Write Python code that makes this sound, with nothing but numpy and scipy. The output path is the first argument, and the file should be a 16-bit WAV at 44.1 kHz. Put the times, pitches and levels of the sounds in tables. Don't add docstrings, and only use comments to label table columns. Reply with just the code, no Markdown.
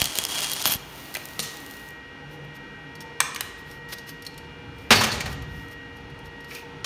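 import sys
import numpy as np
from scipy import signal
from scipy.fft import rfft, irfft
from scipy.io import wavfile
from scipy.ndimage import uniform_filter1d

SR = 44100
rng = np.random.default_rng(int(sys.argv[2]) if len(sys.argv) > 2 else 0)


def log_audio(samples):
    frames = np.atleast_2d(samples).T
    limited = np.clip(frames, -1, 1)
    pcm = np.round(limited * 32767).astype(np.int16)
    wavfile.write(sys.argv[1], SR, pcm)


N = 302084
T = np.arange(N) / SR
HZ = np.maximum(np.fft.rfftfreq(N, 1 / SR), 1)
BURST_N = 8192


def undb(db):
    return 10 ** (np.asarray(db) / 20)


def unit(x):
    return x / np.sqrt(np.mean(x ** 2))


def colour(x, points):
    f_hz, gain_db = np.transpose(points)
    gain = undb(np.interp(np.log(HZ), np.log(f_hz), gain_db))
    return irfft(rfft(x) * gain, N)


def curve(t_s, level_db):
    return undb(np.interp(T, t_s, level_db, left=-200, right=-200))


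def band(x, lo_hz, hi_hz):
    return signal.sosfilt(signal.butter(2, [lo_hz, hi_hz], "bandpass", fs=SR, output="sos"), x)


def resonate(x, peaks):
    return sum(undb(db) * signal.lfilter(*signal.iirpeak(hz, hz / width, SR), x) for hz, width, db in peaks)


def ring(x, modes):
    out = 0
    for f_hz, level_db, t60_s in modes:
        pole = np.exp(2j * np.pi * f_hz / SR - np.log(1000) / (t60_s * SR))
        out = out + undb(level_db) * signal.lfilter([1], [1, -pole], x).imag
    return out


def walk(rate_hz):
    hold = int(SR / rate_hz)
    steps = np.repeat(rng.standard_normal(N // hold + 1), hold)
    return unit(uniform_filter1d(uniform_filter1d(steps, hold), hold)[:N])


def grains(rate_hz, spread_db):
    chance = rng.random(N)
    size = np.minimum(rng.exponential(size=N), 4)
    sign = rng.choice([-1, 1], N)
    return unit((chance < rate_hz / SR) * sign * undb(spread_db * size))


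def scattered(start_s, stop_s, level_db, spread_db, count):
    u = rng.random((count, 2)).T
    return start_s + (stop_s - start_s) * u[0], level_db - spread_db * np.log(1 - u[1])


def swell(centre_s, length_s):
    out = np.zeros(N)
    near = slice(max(int((centre_s - length_s / 2) * SR), 0), int((centre_s + length_s / 2) * SR))
    out[near] = np.cos(np.pi * (T[near] - centre_s) / length_s) ** 2
    return out


def blows(t_s, level_db, tone_db, t60_s, scatter_db, snap):
    edges_hz = [(70, 800), (800, 3000), (3000, 8000), (8000, 16500)]
    lasting = np.array([[1.8], [1.2], [1.0], [.7]])
    drive, t = np.zeros((4, N + BURST_N)), T[:BURST_N]
    tone_db = np.insert(np.broadcast_to(tone_db, (len(t_s), 3)), 2, 0, axis=1)
    for at_s, blow_db, own_db, long_s in zip(t_s, level_db, tone_db, np.broadcast_to(t60_s, len(t_s))):
        long_s = max(long_s, .002)
        decay = 1000. ** (-t / (lasting * long_s))
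        attack = 1 - np.exp(-(t + 1 / SR) / (.02 * long_s))
        burst = rng.standard_normal(BURST_N) * decay * attack
        burst[:, 0] += snap
        gain = undb(blow_db + own_db + scatter_db * rng.standard_normal(4))
        start = int(at_s * SR)
        drive[:, start:start + BURST_N] += gain[:, None] * burst
    out = 0
    for k, (lo_hz, hi_hz) in enumerate(edges_hz):
        equal_power = np.sqrt(5000 / (hi_hz - lo_hz))
        out = out + (-1) ** k * equal_power * band(drive[k, :N], lo_hz, hi_hz)
    return out


def arc():
    # (t/s, level/dB)
    burn_curve = [(0.0, -21), (0.02, -26), (0.045, -29), (.25, -29.5), (.275, -33), (.29, -27), (.42, -27),
                  (.6, -29.5), (0.645, -30), (0.657, -23), (0.724, -23.5), (0.77, -32.5)]
    # (f/Hz, gain/dB)
    hiss_colour = [(35, -52), (60, -13), (308, -7.5), (480, -12.5), (621, -1), (2000, -3.5), (3270, 0),
                   (3940, -2.5), (4220, 0.5), (7750, -1), (9570, -1), (14600, -15.5), (16000, -6)]
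    # (f/Hz, width/Hz, level/dB)
    gap_peaks = [(2930, 110, -3.5), (3264, 60, 8), (4100, 67, -13)]
    # (t/s, level/dB)
    timed_spits = [(0.0014, -18), (0.0176, 0), (0.0425, -9), (0.0566, -6.5), (0.1554, -12), (0.1765, -14),
                   (0.187, -2), (0.2389, -8), (0.2515, -5.5), (0.2876, -18.5), (0.4061, -10), (0.43, -13.5),
                   (.498, -15), (0.517, -11.5), (0.534, -11), (0.6177, -14.5), (0.656, 0), (0.6631, -4.5),
                   (0.699, -18.5), (0.7073, -39), (0.7203, -20.5), (0.7383, -9.5)]
    # (under 800 Hz, 800-3000 Hz, over 8 kHz)/dB against 3-8 kHz
    spit_tone_db = (-8.5, -9, 0)
    # (start t/s, level/dB, length/s)
    flare_times = [(.53, -22, .013), (0.658, -22.5, 0.041), (0.702, -21.5, .058)]
    # (f/Hz, width/Hz, level/dB)
    flare_peaks = [(12150, 3100, 3.5), (14600, 1900, -9.5)]
    # (start t/s, level/dB before the band-pass, length/s)
    puff_times = [(.018, -14, 0.0043), (0.662, -20, 0.0028), (0.694, -25, 0.0035), (0.755, -20, 0.0048)]
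    bass_db_per_db = 3
    roar_db, roar_waver_db = -18.5, 2.5
    flare_edge_s, flare_flicker_db = .006, 2

    burning = curve(*np.transpose(burn_curve))
    flutter = undb(2.2 * walk(110))
    plasma = flutter * (rng.standard_normal(N) + 1.1 * grains(600, spread_db=3))

    random_spits = scattered(0, burn_curve[-2][0], -26.5, spread_db=2.5, count=45)
    t_s, level_db = np.hstack([np.transpose(timed_spits), random_spits])
    tone_db = spit_tone_db + bass_db_per_db * np.outer(level_db, [1, .5, 0])
    spits = blows(t_s, level_db, tone_db, t60_s=.0055, scatter_db=1.0, snap=3.56)
    hiss = burning * unit(colour(plasma, hiss_colour)) + spits

    roar_gain = burning * undb(roar_db + roar_waver_db * walk(15))
    roar = roar_gain * unit(band(rng.standard_normal(N), 92.6, 1100))

    drawn = 0
    for start_s, flare_db, length_s in flare_times:
        edge = np.minimum(T - start_s, start_s + length_s - T) / flare_edge_s
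        drawn = drawn + undb(flare_db) * np.clip(edge, 0, 1)
    flicker = undb(flare_flicker_db * walk(45))
    flares = drawn * flicker * unit(resonate(resonate(plasma, flare_peaks), flare_peaks))

    pushes = sum(undb(db) * swell(start_s + length_s / 2, length_s) for start_s, db, length_s in puff_times)
    puffs = band(pushes, 50, 900)
    return hiss + undb(1.0) * resonate(hiss, gap_peaks) + roar + flares + puffs


def fan():
    # (t/s, 4th level/dB, 5th level/dB)
    moving_orders = [(.8, -55, -56), (1.3, -47.5, -67), (1.5, -45, -66), (1.9, -43.5, -55.5),
                     (2.4, -47.5, -56), (2.8, -43.5, -53), (3.1, -47, -52), (3.5, -44.5, -57),
                     (4.1, -42.5, -55.5), (4.5, -51, -51), (4.85, -56, -49.5), (5.4, -44.5, -60),
                     (5.8, -44.5, -57.5), (6.1, -52, -57), (6.45, -43.5, -66), (6.85, -48.5, -67)]
    # (order, level/dB)
    steady_orders = [(2, -59), (3, -60.5), (6, -55), (7, -63), (9, -70.5), (11, -71.5), (12, -73.5)]
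    # (t/s, level/dB)
    first_order = [(0, -72), (1.9, -59), (3.5, -52.5), (6.85, -49)]
    blade_hz = 473.7

    t_s, fourth_db, fifth_db = np.transpose(moving_orders)
    phase = 2 * np.pi * np.cumsum(blade_hz * (1 + .0008 * walk(2))) / SR
    gains = [(1, curve(*np.transpose(first_order)))]
    gains += [(4, undb(np.interp(T, t_s, fourth_db))), (5, undb(np.interp(T, t_s, fifth_db)))]
    gains += [(order, undb(db)) for order, db in steady_orders]
    out = 0
    for order, gain in gains:
        waver = undb(1.4 * walk(8))
        tone = np.sqrt(2) * np.sin(order * phase + 2 * np.pi * rng.random())
        out = out + gain * waver * tone
    return out


def shop():
    # (f/Hz, gain/dB)
    air_colour = [(26, -45.5), (45, 0.5), (215, -6), (279, -6), (405, -0.5), (477, -12), (631, -8),
                  (918, -10), (1430, -9.5), (1680, -11.5), (1940, -6), (2080, -9.5), (2880, -12),
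                  (3560, -17), (12000, -40.5), (15600, -75.5), (22000, -120)]
    # (f/Hz, width/Hz, level/dB)
    hum_peaks = [(146.5, 10, 5), (205, 7.3, -3), (271.5, 9.4, 3), (295, 14, -0.5), (348, 7.9, -17),
                 (458.9, 1.6, -1.5), (490, 19, -1), (823.6, 10, -5), (901, 17.6, -1), (1324, 14, -5),
                 (1557, 37, -3)]
    # (t/s, level/dB)
    rumble_curve = [(0, -53), (.8, -60.5), (2.6, -55.5), (4.3, -49), (5.1, -39.5), (5.74, -43.5),
                    (6.3, -47), (6.85, -45)]
    air_db = -45.5

    air = unit(colour(rng.standard_normal(N), air_colour)) * undb(.7 * walk(3))
    humps = 0
    for peak in hum_peaks:
        swelling = undb(3.2 * walk(7.3))
        humps = humps + swelling * resonate(rng.standard_normal(N), [peak]) / np.sqrt(peak[1])
    rumble_gain = curve(*np.transpose(rumble_curve)) * undb(2.5 * walk(3))
    rumble = rumble_gain * unit(band(rng.standard_normal(N), 45, 140))
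    return undb(air_db) * (air + undb(1.0) * unit(humps)) + rumble


def slag():
    # (t/s, level/dB)
    sizzle_curve = [(0.76, -51), (1.0, -38.5), (1.4, -42.5), (1.646, -42), (1.878, -45.5), (2.0, -72)]
    # (f/Hz, gain/dB)
    sizzle_colour = [(880, -1), (1500, -2), (1740, -13), (1830, -10), (2080, -6), (3280, -4), (7760, -9),
                     (14800, -7.5), (16000, -2)]
    # (t/s, level/dB)
    timed_ticks = [(0.959, -29.5), (1.1418, -21.5), (1.2553, -24), (1.287, -28), (1.5704, -31),
                   (1.6634, -28.5), (1.738, -34), (1.769, -35.5), (1.8143, -49), (2.5606, -44),
                   (2.953, -36.5), (3.0051, -33), (3.712, -36.5), (3.888, -38), (3.9831, -33), (4.091, -29),
                   (4.222, -31.5), (4.2496, -31), (4.265, -28), (4.3413, -46), (4.378, -31.5), (4.783, -44),
                   (5.3266, -30.5), (5.421, -36.5), (5.6824, -43), (5.7113, -41), (5.9684, -48),
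                   (6.0053, -54), (6.0996, -48), (6.1894, -49), (6.2563, -46.5), (6.4054, -42),
                   (6.4437, -39), (6.5052, -37), (6.549, -29)]
    # (under 800 Hz, 800-3000 Hz, over 8 kHz)/dB against 3-8 kHz
    hot_tone_db = (-25, -10, 7.8)
    cool_tone_db = (-33, -17.5, -2.2)
    # (f/Hz, level/dB, t60/s)
    tick_modes = [(4520, -2.5, 0.071), (4855, -3.5, .06), (5540, 3.5, .06), (6460, -7, 0.075),
                  (9130, -6, 0.1), (11300, -2, 0.076), (12900, 2, 0.068), (14200, -2, .06)]
    cooled_s, hot_t60_s, cool_t60_s = 1.92, .0085, .032

    fizz = rng.standard_normal(N) + .6 * grains(500, spread_db=2.5)
    sizzle = curve(*np.transpose(sizzle_curve)) * unit(colour(fizz, sizzle_colour))
    random_ticks = scattered(1.2, cooled_s, -44.5, spread_db=3, count=36)
    t_s, level_db = np.hstack([np.transpose(timed_ticks), random_ticks])
    hot = t_s < cooled_s
    tone_db = np.where(hot[:, None], hot_tone_db, cool_tone_db)
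    ticks = blows(t_s, level_db, tone_db, np.where(hot, hot_t60_s, cool_t60_s), scatter_db=3.5, snap=1.1)
    ringing = undb(-34) * ring(ticks * (T > cooled_s), tick_modes)
    return sizzle + ticks + ringing


def bench():
    # (t/s, 3-8 kHz level/dB,
    # then against it under 800 Hz/dB, 800-3000 Hz/dB, over 8 kHz/dB, 3-8 kHz t60/s)
    knock_bursts = [(1.150, -18.5, -16.5, -13, 2, 0.03), (1.169, -31.5, -10, 14, 16, 0.015),
                    (1.393, -11.5, -9, -6, -3.5, 0.016), (1.4, -11.5, -34.5, -24, -13, 0.031),
                    (1.424, -27, -28.5, -8, 3.5, 0.18), (1.409, -26, -20, -14, -12, 0.52),
                    (3.2035, -8, -24, 5, 1, 0.0057), (3.2052, -3, -22, 3, -5, 0.0084),
                    (3.209, -16, -18, 4, -6, 0.018), (3.215, -20.5, -15, 3, -4, 0.023),
                    (3.347, -23, -33, -18, 3, .02), (3.361, -15.5, -36, -3.5, -18, .018),
                    (3.4079, -14.5, -38, -1.5, 4.5, 0.022), (3.925, -29.5, -8, -3, -8.5, .05),
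                    (4.906, -6, 0, 7, -5, 0.051), (4.913, -3, -11, 1, -13, 0.077),
                    (4.922, -6.5, -20.5, 5.5, -8, 0.1), (4.950, -17, 0.5, -21, -2, 0.17),
                    (5.008, -15, -4, 2.5, -5, 0.14), (5.036, -10, -10.5, -7, -11, 0.098),
                    (5.070, -32, 10.5, -11, 5, 0.094), (5.114, -21.5, -8, -24, -13, 0.28),
                    (5.205, -19, -5.5, -19, -8.5, 0.064), (5.258, -26.5, -0.5, 2, -8, 0.1),
                    (6.8445, -14.5, -24, -2, -13.5, 0.032)]
    # (f/Hz, level/dB, t60/s)
    top_modes = [(107.9, -6, 0.67), (143, -5, 0.4), (220.6, 1.5, 0.28), (1878, -5, 0.37), (1970, 0, 0.09),
                 (2510, -8.5, 0.06), (4060, -23, .06), (4860, -16, 0.044)]
    t_s, level_db, *tone_db, t60_s = np.transpose(knock_bursts)
    contact = blows(t_s, level_db, np.transpose(tone_db), t60_s, scatter_db=0, snap=3.4)
    return contact + undb(-49.0) * ring(contact, top_modes)


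def dying_resonances():
    # (t/s, level/dB, f/Hz, t60/s)
    resonance_times = [(1.152, -16, 1980, 0.016), (1.16, -22.5, 2480, 0.018), (1.395, -26, 9470, 0.12),
                       (1.41, -40, 5560, .13), (3.204, -6.5, 8330, 0.017), (3.205, -10.5, 1640, 0.016),
                       (3.204, -11, 6400, .012), (3.408, -24.5, 3500, 0.028), (3.924, -31.5, 4760, 0.06),
                       (3.986, -43, 4600, 0.037), (4.265, -30, 4170, .04), (4.265, -40, 9280, 0.049),
                       (4.908, -15.5, 193, 0.2), (4.95, -19.5, 4500, 0.47), (5.012, -24, 4030, .044),
                       (5.118, -22.5, 4440, 0.077), (5.206, -22, 2320, 0.0472), (5.207, -31, 4485, 0.081),
                       (6.445, -45, 4470, .04), (6.51, -33.5, 2250, 0.15), (6.551, -37, 2486, 0.36)]
    out, t = np.zeros(N + BURST_N), T[:BURST_N]
    noises = rng.standard_normal((len(resonance_times), BURST_N))
    for (t_s, level_db, f_hz, t60_s), noise in zip(resonance_times, noises):
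        width_hz = min(310, f_hz / 2)
        dying = noise * 1000. ** (-t / max(t60_s, .005))
        peak = resonate(dying, [(f_hz, width_hz, level_db)])
        start = int(t_s * SR)
        out[start:start + BURST_N] += peak * np.sqrt(SR / 4 / width_hz)
    return out[:N]


def glove():
    # (centre t/s, fine-band level/dB, length/s)
    scuff_times = [(2.332, -55, 0.11), (2.448, -59, .033), (2.56, -51.5, 0.049), (3.018, -45, 0.036),
                   (3.365, -34.5, 0.014), (3.595, -52.5, 0.07), (3.719, -52.5, 0.19), (3.909, -45.5, 0.065),
                   (3.933, -33, 0.036), (3.99, -52, .05), (4.091, -42.5, 0.072), (4.268, -45.5, .023),
                   (4.823, -58.5, .19), (5.002, -34, 0.25), (5.31, -46.5, 0.13), (5.585, -54.5, 0.3),
                   (5.724, -51.5, 0.067), (5.971, -62, 0.053), (6.262, -56, .064), (6.552, -44.5, 0.2)]
    # (f/Hz, width/Hz, level/dB)
    grit_peaks = [(4560, 68, 2), (5400, 250, 6), (8600, 250, 2), (11300, 200, 4)]
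    coarse_db = 3
    rub = rng.standard_normal(N) + .8 * grains(1200, spread_db=3)
    rub = rub + undb(-7.0) * resonate(rub, grit_peaks)
    fine = unit(band(rub, 4700, 15600))
    coarse = undb(coarse_db) * unit(band(rub, 1100, 6630))
    strokes = sum(undb(db) * swell(centre_s, length_s) for centre_s, db, length_s in scuff_times)
    return (fine + coarse) * strokes


def room(x):
    # (f/Hz, t60/s)
    decay_curve = [(100, 0.94), (260, 1), (700, 1), (1840, 1), (4850, 0.75), (12800, 0.24)]
    f_hz, t60_s = np.transpose(decay_curve)
    t = T[:SR]
    tail = 0
    for octave_hz in 88 * 2. ** np.arange(8):
        octave_t60_s = np.interp(np.log(octave_hz), np.log(f_hz), t60_s)
        noise = band(rng.standard_normal(SR), octave_hz / 2 ** .5, octave_hz * 2 ** .5)
        tail = tail + noise * 1000. ** (-t / octave_t60_s)
    tail = tail * (1 - np.exp(-t / 0.0048))
    return signal.fftconvolve(x, tail / np.sqrt(np.sum(tail ** 2)))[:N]


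def scene():
    weld, near, knocks, peaks = arc(), slag() + glove(), bench(), dying_resonances()
    walls = room(undb(-20) * weld + undb(-13.0) * near + undb(-10.5) * knocks + undb(-13) * peaks)
    return (weld + near + knocks + peaks + walls + fan() + shop())[None]


def record(dry):
    # (f/Hz, gain/dB)
    mic_colour = [(25, -33.5), (45, -2), (4400, -2), (4900, -3.5), (6500, -3), (8000, -8), (9400, -1.5),
                  (10400, -7.5), (11500, -3), (13300, -4.5), (14600, -1.5), (15300, -3), (15600, -20),
                  (16400, -25.5)]
    top_hz = 16494
    x = colour(dry[0] + undb(-75.0) * rng.standard_normal(N), mic_colour)
    overloaded = np.tanh(1.1 * x) / 1.1
    return signal.sosfilt(signal.ellip(10, .2, 80, top_hz, fs=SR, output="sos"), overloaded)[None]


dry = scene()
out = record(dry)
log_audio(out)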